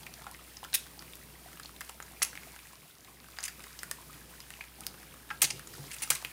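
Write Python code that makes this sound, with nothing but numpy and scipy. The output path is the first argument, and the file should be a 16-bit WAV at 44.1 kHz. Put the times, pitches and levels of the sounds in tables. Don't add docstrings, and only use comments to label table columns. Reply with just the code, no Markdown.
import sys
import numpy as np
from scipy import signal
from scipy.fft import rfft, irfft, next_fast_len
from scipy.io import wavfile
from scipy.ndimage import uniform_filter1d, map_coordinates

SR = 44100
rng = np.random.default_rng(int(sys.argv[2]) if len(sys.argv) > 2 else 0)


def to_wav(sig):
    pcm = np.clip(np.atleast_2d(sig), -1, 1) * 32767
    pcm = np.round(pcm).astype(np.int16)
    wavfile.write(sys.argv[1], SR, pcm.T)


N = 278690

# t/s, bubbling/dB, fizz/dB
FRY_LEVELS = [(0.0, -57, -56), (0.21, -56.5, -56.5), (1.07, -59, -56), (2.52, -56.5, -56),
              (3.03, -61, -60.5), (3.82, -55.5, -55), (4.21, -57, -57), (5.32, -59, -57),
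              (5.53, -55.5, -55), (5.81, -56, -54), (6.09, -53.5, -51), (6.32, -52.5, -53)]
# f/Hz, relative level/dB
SIMMER_SPECTRUM = [(200, -13), (500, -5.5), (900, -2), (2500, 0), (4000, -11), (7000, -2.5), (16000, -13)]
FIZZ_SPECTRUM = [(1000, -6), (3500, 4), (5200, 3.5), (7000, -3.5), (9500, 6), (12000, 2.5), (15000, 6),
                 (16000, -5.5)]
RUMBLE_SPECTRUM = [(20, -45), (40, -13), (70, -9), (110, -4), (150, 2), (200, -3.5), (320, -5), (500, -9.5),
                   (1000, -16.5), (4000, -31)]
JET_SPECTRUM = [(30, -31), (100, -44), (400, -22.5), (800, -17.5), (1500, -12), (2100, -3), (2800, -1),
                (3500, -7), (6000, -2), (8800, -3), (11000, -3), (13000, -13), (16000, 4.5)]
SNAP_SPECTRUM = [(100, -45), (800, -22), (4000, -7), (7000, 0), (10500, 0), (16000, -5)]
RUB_SPECTRUM = [(40, -30), (95, -9), (145, 0), (200, -5), (400, -6), (700, -18), (3000, -40)]
REVERB_SPECTRUM = [(300, 6), (3000, 1.5), (9000, -2.0), (15000, 1.5)]
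# f/Hz, t60/s
ROOM_DECAY = [(200, 0.09), (800, 0.23), (2500, 0.24), (8000, 0.29), (15000, 0.14)]
# t/s, body/dB, f/Hz,
# t60/s, snap/dB
LOUD_POPS = [(0.0661, -43, 2320, 0.043, -54), (0.1393, -47.5, 5400, 0.011, -52.5),
             (0.2666, -43.5, 1410, 0.041, -63), (0.2669, -44.5, 778, 0.13, -70),
             (.3135, -72, 1420, .025, -49.5), (0.3466, -49, 1910, 0.014, -73),
             (0.5696, -45.5, 5130, 0.013, -68), (0.6306, -44.5, 970, 0.014, -70),
             (.6403, -47, 3100, .019, -50), (0.6475, -44.5, 1330, 0.051, -47),
             (0.7309, -39.5, 3770, 0.0083, -65), (.7393, -55, 2420, .01, -38),
             (0.9922, -47, 5180, 0.015, -72), (1.023, -51.5, 1980, 0.01, -54),
             (1.1347, -49, 3280, 0.0061, -63), (1.1552, -73, 5600, .016, -46.5),
             (1.598, -46, 1670, 0.02, -50), (1.633, -49.5, 4300, 0.013, -54),
             (1.658, -46.5, 4440, 0.012, -69), (1.8082, -42.5, 1697, 0.029, -43),
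             (1.814, -44.5, 1770, .015, -47.5), (1.8952, -45.5, 850, 0.02, -45.5),
             (2.0024, -43, 1520, 0.002, -54), (2.0252, -47.5, 6860, 0.018, -63),
             (2.2192, -33, 1800, .006, -53), (2.2498, -54, 1800, .007, -37.5),
             (2.33, -48.5, 1630, 0.022, -67), (2.3539, -46.5, 2220, 0.022, -52),
             (2.3751, -43, 2120, 0.0057, -66), (3.3868, -40.5, 1590, 0.0029, -60),
             (3.3871, -44, 4800, 0.0049, -70), (3.405, -45.5, 6340, 0.023, -62),
             (3.429, -46, 5100, .01, -50), (3.4392, -38.5, 6760, 0.0068, -44),
             (3.4803, -43.5, 1700, 0.034, -61), (3.6399, -49, 1800, 0.0078, -50),
             (3.7904, -44.5, 5340, 0.026, -52), (3.8325, -40, 1560, 0.0039, -40.5),
             (3.9131, -40, 1770, 0.018, -34), (4.404, -47.5, 5000, .004, -57),
             (4.505, -47.5, 1710, .006, -48.5), (4.538, -49, 2720, 0.013, -72),
             (4.6086, -39.5, 2420, 0.035, -64), (4.8075, -69, 5540, .009, -45),
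             (4.867, -47, 5300, 0.012, -33.5), (5.5952, -50.5, 1630, 0.013, -48.5),
             (5.6723, -47, 6900, .015, -67), (5.9651, -50, 2290, .011, -49),
             (6.2488, -34.5, 2500, 0.0018, -42.5)]
# f/Hz, width/Hz, gain/dB
PAN_MODES = [(902, 7.6, 16), (2150, 11, 11.5), (2660, 30, -24), (2827, 28, -45), (5043, 38, 15.5),
             (6640, 40, 9), (7600, 40, -21), (7800, 32, -27), (9200, 56, 16), (9183, 40, -20),
             (11400, 78, 9)]
# t/s, length/s, level/dB, extra treble/dB, vent/Hz
STEAM_JETS = [(0.7395, .016, -21.5, 11, 3700), (2.219, 0.01, -26.5, -24, 5850),
              (2.225, 0.0073, -21.5, 7, 10400), (3.431, 0.015, -37, -11, 9350),
              (3.451, 0.0084, -32.5, 4, 6550), (3.479, 0.0054, -36.5, 5, 4770),
              (5.4171, .0053, -13.5, 1, 9000), (5.423, 0.011, -20.5, 13, 6800),
              (5.439, 0.013, -24, -11, 4300), (5.502, 0.0067, -31, -21, 5250),
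              (5.913, 0.007, -37.5, -18, 2900), (5.93, 0.016, -40, -2, 8300), (6.02, 0.019, -31, -5, 9800),
              (6.102, 0.0028, -13, 6, 8500), (6.106, 0.027, -33.5, -9, 1780),
              (6.15, 0.003, -30.5, 10, 9000)]
# t/s, level/dB, brightness/Hz
SPATULA_TAPS = [(5.3037, -38, 1600), (5.3098, -34.5, 1330), (5.4237, -38, 840), (5.4405, -42.5, 294),
                (5.5095, -51, 726), (5.535, -46.5, 135), (5.79, -43, 135), (6.1045, -35.5, 1250),
                (6.106, -41, 500), (6.117, -36.5, 1470), (6.2495, -53, 400)]
# f/Hz, relative level/dB, t60/s
TAP_MODES = [(141.6, 1.5, 0.24), (310, -11, 0.058), (490, -25, 0.051), (842, -5, 0.06), (1160, -14, 0.026),
             (1310, -9, 0.053), (1620, -12, 0.078), (2780, 1, 0.027), (3553, -7, 0.023)]
# t/s, length/s, rub/dB, scrape/dB
SPATULA_STROKES = [(5.437, 0.028, -59, -62), (5.51, 0.056, -52.5, -55), (5.69, 0.069, -57.5, -54.5),
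                   (5.772, 0.1, -54.5, -61), (5.98, 0.05, -66, -51), (6.12, 0.04, -65, -41)]

TOP_HZ = 15800


def amp(db):
    return 10 ** (np.asarray(db) / 20)


def unit(x):
    return x / np.sqrt(np.mean(x ** 2) + 1e-20)


def along(points, hz):
    f, v = np.transpose(points)
    return np.interp(np.log(hz + 1), np.log(f + 1), v)


def curves(rows):
    times_s, *columns = np.transpose(rows)
    return [np.interp(np.arange(N) / SR, times_s, column) for column in columns]


def wobble(rate_hz):
    knots = rng.standard_normal(int(N * rate_hz / SR) + 4)
    return map_coordinates(knots, [np.arange(N) * rate_hz / SR])


def coloured(x, gain_db):
    n = 2 * next_fast_len(len(x) // 2 + 2048)
    cepstrum = irfft(np.log(amp(gain_db(np.fft.rfftfreq(n, 1 / SR)))), n)
    cepstrum[1:n // 2] *= 2
    cepstrum[n // 2 + 1:] = 0
    return irfft(rfft(x, n) * np.exp(rfft(cepstrum)), n)[:len(x)]


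def noise(spectrum):
    return unit(coloured(rng.standard_normal(N), lambda hz: along(spectrum, hz)))


def add(track, start_s, sound):
    part = track[max(round(start_s * SR), 0):][:len(sound)]
    part += sound[:len(part)]


def blip(x, db, window_s=0.01):
    return x * amp(db) * np.sqrt(window_s * SR / (np.sum(x ** 2) + 1e-20))


def grains(per_s, pitch_hz, log_spread, t60_cycles, scatter_db):
    when, pitch_a, pitch_b, strength = rng.random((int(per_s * N / SR), 4)).T[:, :, None]
    hz = np.clip(pitch_hz * np.exp(log_spread * (pitch_a + pitch_b - 1)), 200, TOP_HZ)
    size = amp(-scatter_db * np.log(0.04 + 0.96 * strength))
    k = np.arange(384)
    turns = hz * k / SR
    swell = 1 - np.exp(-turns)
    waves = size * np.sin(2 * np.pi * turns) * swell * amp(-60 * turns / t60_cycles)
    samples = (when * N).astype(int) + k
    return unit(np.bincount(samples.ravel(), waves.ravel(), N)[:N])


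def sizzle(bubbling_trim_db=0.3, fizz_trim_db=-0.16):
    bubbling_db, fizz_db = curves(FRY_LEVELS)
    boil = wobble(12)
    simmer = noise(SIMMER_SPECTRUM) * amp(-4.5 + 2.0 * boil)
    bubbles = grains(per_s=380, pitch_hz=2310, log_spread=1.363, t60_cycles=18, scatter_db=5.5)
    bubbles = (bubbles + amp(-6.5) * kitchen(bubbles)) * amp(-4.5 + 0.6 * boil)
    flicker_db = 0.8 * boil + 0.5 * wobble(45)
    hiss = noise(FIZZ_SPECTRUM) * amp(flicker_db - 0.45)
    ticks = grains(per_s=420, pitch_hz=9900, log_spread=0.95, t60_cycles=4.6, scatter_db=10)
    bubbling = amp(bubbling_db + bubbling_trim_db) * (simmer + bubbles)
    fizz = amp(fizz_db + fizz_trim_db) * (hiss + amp(-8.5) * ticks)
    return bubbling + fizz


def kitchen(x, build_s=0.0038):
    hz, t, spectra = signal.stft(rng.standard_normal(SR // 2), SR, nperseg=256)
    colour = amp(along(REVERB_SPECTRUM, hz))[:, None]
    decay = amp(-60 * t / along(ROOM_DECAY, hz)[:, None])
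    tail = signal.istft(spectra * colour * decay, SR, nperseg=256)[1]
    tail *= 1 - np.exp(-np.arange(len(tail)) / SR / build_s)
    return signal.fftconvolve(x, tail / np.linalg.norm(tail))[:N]


def hum_and_rumble(mains_hz=59.9, hum_db=-58.5, rumble_db=-59.5, dip_at_s=2.92, dip_width_s=0.15):
    t = np.arange(N) / SR
    dip = np.exp(-np.abs(t - dip_at_s) / dip_width_s)
    hum = amp(hum_db - 21 * dip + 0.37 * wobble(6.5)) * np.sin(2 * np.pi * mains_hz * t)
    rumble = amp(rumble_db - 6.5 * dip + 1.9 * wobble(7.8)) * noise(RUMBLE_SPECTRUM)
    return hum + rumble


def pop(body_db, hz, t60_s, snap_db, glide=0.027, waver=0.098):
    t = np.arange(SR // 8) / SR
    splash, snap, shake = rng.standard_normal((3, len(t)))
    fade = amp(-60 * t / max(t60_s, 0.002))
    turns = hz * t * (1 + glide * (1 - fade)) + waver * np.cumsum(shake) * np.sqrt(hz / SR)
    cavity = np.sin(2 * np.pi * turns) * fade * (1 - np.exp(-2 * hz * t))
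    splash_spectrum = [(40, -45), (200, -22), (900, -7), (max(0.74 * hz, 950), -2),
                       (max(0.97 * hz, 1000), 0), (1.8 * hz, -9), (16000, -32)]
    splash *= fade + 0.48 * amp(-60 * t / 0.039)
    splash = coloured(splash, lambda f: along(splash_spectrum, f))
    splash_db = np.clip(2 + 0.45 * (snap_db - body_db), -4, 8)
    snap *= amp(-60 * t / 0.0015) + 0.06 * amp(-60 * t / 0.035)
    snap = coloured(snap, lambda f: along(SNAP_SPECTRUM, f))
    return blip(unit(cavity) + amp(splash_db) * unit(splash), body_db) + blip(snap, snap_db)


def pops(faint_per_s=6, faint_hz=1717, spread_oct=0.707, faint_t60_s=0.018, scatter_db=0.3):
    out = np.zeros(N)
    for start_s, body_db, hz, t60_s, snap_db in LOUD_POPS:
        add(out, start_s, pop(body_db, hz, t60_s, snap_db))
    bubbling_db = curves(FRY_LEVELS)[0]
    count = int(faint_per_s * N / SR)
    starts = rng.integers(N, size=count)
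    deviations = np.clip(rng.standard_normal((count, 3)), -2, 2)
    for at, (pitch, body, snap) in zip(starts, deviations):
        body_db = bubbling_db[at] + 4.5 + scatter_db * body
        snap_db = bubbling_db[at] - 0.5 + scatter_db * snap
        add(out, at / SR, pop(body_db, faint_hz * 2 ** (spread_oct * pitch), faint_t60_s, snap_db))
    return out


def pan(x):
    n = next_fast_len(N + SR // 2)
    f = np.fft.rfftfreq(n, 1 / SR)
    response = sum(amp(db) * f * width_hz / (hz * hz - f * f + 1j * f * width_hz)
                   for hz, width_hz, db in PAN_MODES)
    return irfft(rfft(x, n) * response, n)[:N]


def steam_jets(attack_s=0.0012, t60_s=0.025, rough_db=2.5, vent_db=7.5, vent_oct=0.18):
    out, t = np.zeros(N), np.arange(SR // 10) / SR
    for start_s, length_s, db, treble_db, vent_hz in STEAM_JETS:
        jet, flutter = rng.standard_normal((2, len(t)))
        jet *= amp(rough_db * unit(uniform_filter1d(flutter, size=40)))
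        bass_db = -0.21 * (db + 19)
        tilt = [(2000, bass_db), (4500, 0), (9500, 0), (13000, treble_db), (15000, min(treble_db, -6))]
        vent = lambda hz: vent_db * np.exp(-(np.log2((hz + 1) / vent_hz) / vent_oct) ** 2)
        jet = unit(coloured(jet, lambda hz: along(JET_SPECTRUM, hz) + along(tilt, hz) + vent(hz)))
        flow = (1 - np.exp(-t / attack_s)) * amp(-60 * np.maximum(t - length_s, 0) / t60_s)
        add(out, start_s, amp(db) * flow * jet)
    return out


def spatula_taps(scatter_db=5.5, contact_t60_s=0.025):
    out, t = np.zeros(N), np.arange(SR // 4) / SR
    for start_s, db, bright_hz in SPATULA_TAPS:
        ring = np.zeros(len(t))
        for hz, mode_db, t60_s in TAP_MODES:
            decay = amp(mode_db + rng.normal(0, scatter_db) - 60 * t / t60_s)
            ring += decay * np.sin(2 * np.pi * (hz * t + rng.random()))
        contact = 4.2 * amp(-60 * t / contact_t60_s) * rng.standard_normal(len(t))
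        focus = [(bright_hz / 8, -36), (bright_hz / 2, -17), (bright_hz, 0),
                 (2 * bright_hz, -12), (12 * bright_hz, -42)]
        add(out, start_s, blip(coloured(ring + contact, lambda hz: along(focus, hz)), db))
    return out


def spatula_strokes(attack_s=0.0058, t60_s=0.13):
    rub_gain, scrape_gain = np.zeros((2, N))
    t = np.arange(SR // 2) / SR
    for start_s, length_s, rub_db, scrape_db in SPATULA_STROKES:
        push = (1 - np.exp(-t / attack_s)) * amp(-60 * np.maximum(t - length_s, 0) / t60_s)
        add(rub_gain, start_s, amp(rub_db) * push)
        add(scrape_gain, start_s, amp(scrape_db) * push)
    rub = noise(RUB_SPECTRUM)
    slips = grains(per_s=770, pitch_hz=6530, log_spread=1.15, t60_cycles=8.3, scatter_db=0)
    spurts = amp(4.1 * wobble(43))
    return rub_gain * rub + scrape_gain * unit(slips * spurts)


def scene(pan_db=-13, room_db=-12):
    close = pops() + steam_jets() + spatula_taps() + spatula_strokes()
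    close += amp(pan_db) * pan(close)
    return (close + amp(room_db) * kitchen(close) + sizzle() + hum_and_rumble())[None]


def record(dry):
    n = next_fast_len(N + SR // 2)
    lowpass = 1 / (1 + (np.fft.rfftfreq(n, 1 / SR) / TOP_HZ) ** 160)
    return irfft(rfft(dry, n) * lowpass, n)[..., :N]


dry = scene()
out = record(dry)
to_wav(out)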